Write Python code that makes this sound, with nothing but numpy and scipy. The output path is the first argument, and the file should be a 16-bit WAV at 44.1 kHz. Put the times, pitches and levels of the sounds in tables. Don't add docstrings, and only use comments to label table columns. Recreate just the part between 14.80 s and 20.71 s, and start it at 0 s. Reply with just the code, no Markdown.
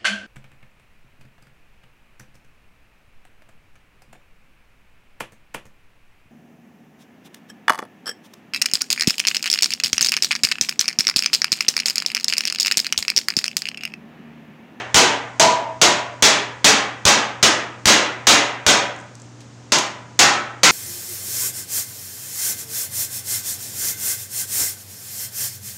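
import sys
import numpy as np
from scipy import signal
from scipy.fft import rfft, irfft, next_fast_len
from scipy.io import wavfile

SR = 44100
rng = np.random.default_rng(int(sys.argv[2]) if len(sys.argv) > 2 else 0)


def wav_record(signal):
    frames = np.transpose(np.atleast_2d(signal))
    bounded = np.clip(frames, -1, 1)
    quanta = np.round(bounded * 32767).astype(np.int16)
    wavfile.write(sys.argv[1], SR, quanta)


N = 260631

# t/s, relative force level/dB, firmness of the disc on the stump under the hammer (0-1),
# spectral tilt/(dB per octave), relative level of the free ring/dB, centre of the free ring f/Hz
BLOWS = [ (-0.27, 4, .8, .5, -22, 990), (0.1441, 1.5, 0.63, .6, .5, 790), (0.5971, -5, 0.17, 0, 15.5, 742),
         (1.015, -3, 0.02, 0.3, 5, 730), (1.424, -.5, .4, 0.9, -4, 746), (1.8442, 0, 0.18, 0.65, -5, 2070),
         (2.253, 0, 0.85, 0.23, -6, 930), (2.6278, -4, 0, -0.27, 0.5, 1750),
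         (3.056, 2.5, 0.95, .5, -1, 1670), (3.4697, 1.5, 0.46, .5, 3, 1580),
         (3.8647, -2, 0.75, 0.05, 3.5, 690), (4.9204, -10, 0.26, .5, 5, 825),
         (5.3911, -1.5, 0.09, 0.67, 10, 1540), (5.8326, -1, 0.01, 0.45, 10, 1590), ]
# t/s, relative level/dB, t60/s
TICKS = [(4.163, -33, .015), (4.189, -31.5, .013), (4.201, -35, .013), (4.211, -33, .016),
         (4.353, -24.5, .011), (4.399, -35, .025), (4.4185, -30, .013), (4.605, -39.5, .11),
         (4.985, -6, .03), (5.065, -28, .03)]
# nominal f/Hz, relative level/dB, t60/s
DISC_MODES = [(323.3, 11, 0.24), (469.5, 5, .22), (587.7, 0, 0.26), (648, 2, 0.2), (684, -5, 0.27),
              (856, -8, 0.2), (904, -1.5, 0.38), (978, 3, 0.43), (998, 2, 0.39), (1047, 0.5, .35),
              (1097, -4, 0.28), (1237, -2, 0.27), (1297, -2.5, 0.39), (1325, -15, .3), (1470, -10, 0.23),
              (1530, -6, 0.35), (2040, -4, 0.28), (2034, -4, 0.3), (2260, 9, .2), (3245, 18, 0.15),
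              (3670, 9, 0.13), (4130, 14, 0.17), (5300, -3, 0.13), (5430, 1, .3), (5940, 4, 0.15),
              (6430, 21, 0.15)]
# f/Hz, relative level/dB
CLASH = [(60, -14), (200, -1.5), (350, -3), (600, 0.5), (1000, -1), (1600, -0.5), (2500, -0.5), (3250, 1),
         (4300, 0.5), (6300, -1), (8000, -5), (11000, -13.5), (16000, -65)]
# f/Hz, relative level/dB, t60/s
STUMP_MODES = [(103, 1, 0.038), (158, -3.5, 0.096), (209.3, -1, 0.11), (274.6, 0.5, 0.096),
               (318.6, -1, 0.11), (364, -1.5, 0.084)]
# f/Hz, t60/s
WORKSHOP_T60 = [(100, 0.33), (300, 0.63), (900, 0.68), (2000, 0.62), (4000, 0.38), (6500, 0.35),
                (9000, 0.28), (15000, 0.29)]
# f/Hz, rms level/dB
HUM = [(119.6, -45.5), (240.5, -58.5), (291, -58), (508, -64)]
# f/Hz, relative level/dB
AIR = [(25, -11.5), (50, 1), (90, 4), (250, 2.5), (450, -3.5), (900, -5.5), (2000, -12), (4000, -16.5),
       (6800, -16), (8500, -20), (10500, -32), (15000, -44)]
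# f/Hz, level/dB
MICROPHONE = [(100, 1), (2000, 0), (4500, .5), (6700, 3), (8000, -1.5), (10500, -8), (16000, -9)]

OVERLOAD = 0.48
CUTOFF_HZ = 16000
LOOSE_CRACK_T60_S, FIRM_CRACK_T60_S = 0.072, 0.0088
THUD_FOLLOWS = 0.45
FIRM_CHOKE = 4.74
TICK_EDGE_HZ, TICK_T60_S, TICK_DB_PER_OCTAVE = 2130, 0.019, 25.5


def from_db(db):
    return 10 ** (np.asarray(db) / 20)


def unit_energy(x):
    return x / np.sqrt(np.sum(x ** 2) + 1e-20)


def seconds(length):
    return np.arange(int(length * SR)) / SR


def at_hz(points, hz):
    points = np.array(points)
    return np.interp(np.log(np.maximum(hz, 1)), np.log(points[:, 0]), points[:, 1])


def colour(x, points):
    size = next_fast_len(len(x) + SR // 10)
    gain = from_db(at_hz(points, np.fft.rfftfreq(size, 1 / SR)))
    return irfft(rfft(x, size) * gain, size)[:len(x)]


def dying(t, t60):
    return np.exp(-np.log(1000) * t / np.maximum(t60, 1e-4))


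def ringing(hz, t60, t):
    return np.sin(2 * np.pi * hz[:, None] * t) * dying(t, t60[:, None])


def add(track, s, sound):
    start = int(round(s * SR))
    sound = sound[max(-start, 0):max(len(track) - start, 0)]
    track[max(start, 0):max(start, 0) + len(sound)] += sound


def workshop(build_s=0.0043, walls_s=0.035, walls_width_s=0.011, walls_gain=0.32):
    t = seconds(1)
    hz = np.fft.rfftfreq(len(t), 1 / SR)
    white = rfft(rng.standard_normal(len(t)))
    centres = np.geomspace(100, 15000, 13)
    decay = 0
    for centre, share in zip(centres, np.eye(len(centres))):
        band = irfft(white * at_hz(np.c_[centres, share], hz), len(t))
        decay = decay + band * dying(t, at_hz(WORKSHOP_T60, centre))
    walls = 1 + walls_gain * np.exp(-.5 * ((t - walls_s) / walls_width_s) ** 2)
    build_up = 1 - np.exp(-t / build_s)
    return unit_energy(decay * walls * build_up)


def crack_length(firmness):
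    return LOOSE_CRACK_T60_S * (FIRM_CRACK_T60_S / LOOSE_CRACK_T60_S) ** np.clip(firmness, 0, 1)


def reach(hz, centre, octaves=0.36):
    return np.exp(-.5 * (np.log2(hz / centre) / octaves) ** 2)


def clash(t60=0.098, damping_slope=0.035, free_db=-9, count=640):
    t = seconds(.2)
    _, _, _, bright, free, centre = np.transpose(BLOWS)[:, :, None]
    hz = 200 + (np.arange(count) + rng.random(count)) * 14000 / count
    modes = ringing(hz, t60 * (hz / 2000) ** -damping_slope, t)
    spectrum = from_db(at_hz(CLASH, hz) + bright * np.log2(hz / 2000))
    freedom = 1 + from_db(free + free_db) * reach(hz, centre)
    weights = spectrum * freedom
    weights = weights * rng.standard_normal(weights.shape) / np.sqrt(count)
    return np.pad(weights @ modes, ((0, 0), (0, SR - len(t))))


def disc_ring(free, centre, held_db=-13, detune=0.0033):
    t = seconds(.5)
    hz, db, t60 = np.transpose(DISC_MODES)
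    modes = ringing(hz * (1 + detune * rng.standard_normal(len(hz))), t60, t)
    freedom = from_db(held_db) + from_db(free) * reach(hz, centre)
    signs = rng.choice([-1, 1], len(hz))
    return np.pad((from_db(db) * freedom * signs) @ modes, (0, SR - len(t)))


def hammering(clash_db=6.5, crack_db=13, scatter_db=32.5, thud_db=-18.5, ring_db=-21.5,
              direct_db=-8, ring_room_db=-2.5):
    t, out = seconds(1), np.zeros(N)
    stump_hz, stump_db, stump_t60 = np.transpose(STUMP_MODES)
    stump = ringing(stump_hz, stump_t60, t)
    signs = (-1) ** np.arange(len(stump))
    plates, rooms = clash(), [workshop() for _ in BLOWS]
    for k, (s, force, firmness, bright, free, centre) in enumerate(BLOWS):
        crack_room, body_room = rooms[k], rooms[k - 1]

        crack = from_db(crack_db) * rng.standard_normal(len(t)) * dying(t, crack_length(firmness))
        tone = [(hz, db + bright * np.log2(hz / 2000)) for hz, db in CLASH]
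        impact = colour(crack + from_db(scatter_db) * crack_room, tone)

        knock_levels = from_db(stump_db + (THUD_FOLLOWS - 1) * force)
        knock = (knock_levels * signs) @ stump
        body = from_db(clash_db) * plates[k] + from_db(thud_db) * knock
        ring = from_db(ring_db) * disc_ring(free, centre)

        into_room = body + from_db(ring_room_db) * ring
        echo = signal.fftconvolve(into_room, body_room)[:len(t)]
        add(out, s, from_db(force) * (impact + from_db(direct_db) * body + ring + echo))
    return out


def background(air_db=-47):
    t = np.arange(N) / SR
    hum = 0
    for hz, db in HUM:
        hum = hum + np.sqrt(2) * from_db(db) * np.sin(2 * np.pi * (hz * t + rng.random()))
    rush = np.sqrt(N) * unit_energy(colour(rng.standard_normal(N), AIR))
    return hum + from_db(air_db) * rush


def edge_ticks(high_hz=8500, room_db=-8):
    t, out = seconds(.15), np.zeros(N)
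    for s, db, t60 in TICKS:
        low_hz = TICK_EDGE_HZ * 2 ** (-db / TICK_DB_PER_OCTAVE) * np.sqrt(TICK_T60_S / t60)
        band = signal.butter(2, [min(low_hz, .9 * high_hz), high_hz], "band", fs=SR, output="sos")
        contact = rng.standard_normal(len(t)) * dying(t, t60)
        add(out, s, from_db(db) * signal.sosfilt(band, contact))
    return out + from_db(room_db) * signal.fftconvolve(out, workshop())[:N]


def scene():
    return (hammering() + edge_ticks() + background())[None]


def choking(delay_s=0.0018, rise_s=0.0038, recover_s=0.015):
    t, bias = seconds(.2), np.zeros(N)
    envelope = (1 - np.exp(-t / rise_s)) * np.exp(-t / recover_s)
    for s, force, firmness, *_ in BLOWS:
        choke = FIRM_CHOKE * np.clip(firmness, 0, 1) * from_db(force)
        add(bias, s + delay_s, -choke * envelope)
    return bias


def record(dry, bass_cut_hz=80, hardness=2.37, squeeze=0.027):
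    bias = choking()
    drive = dry[0] / OVERLOAD + bias
    squashed = OVERLOAD * drive / (1 + np.abs(drive) ** hardness) ** (1 / hardness)
    squashed = squashed / (1 + squeeze * np.abs(bias))
    bass_cut = signal.butter(3, bass_cut_hz, "high", fs=SR, output="sos")
    thinned = signal.sosfilt(bass_cut, squashed)
    top_cut = signal.ellip(10, .2, 80, CUTOFF_HZ, fs=SR, output="sos")
    return signal.sosfilt(top_cut, colour(thinned, MICROPHONE))[None]


dry = scene()
out = record(dry)
wav_record(out)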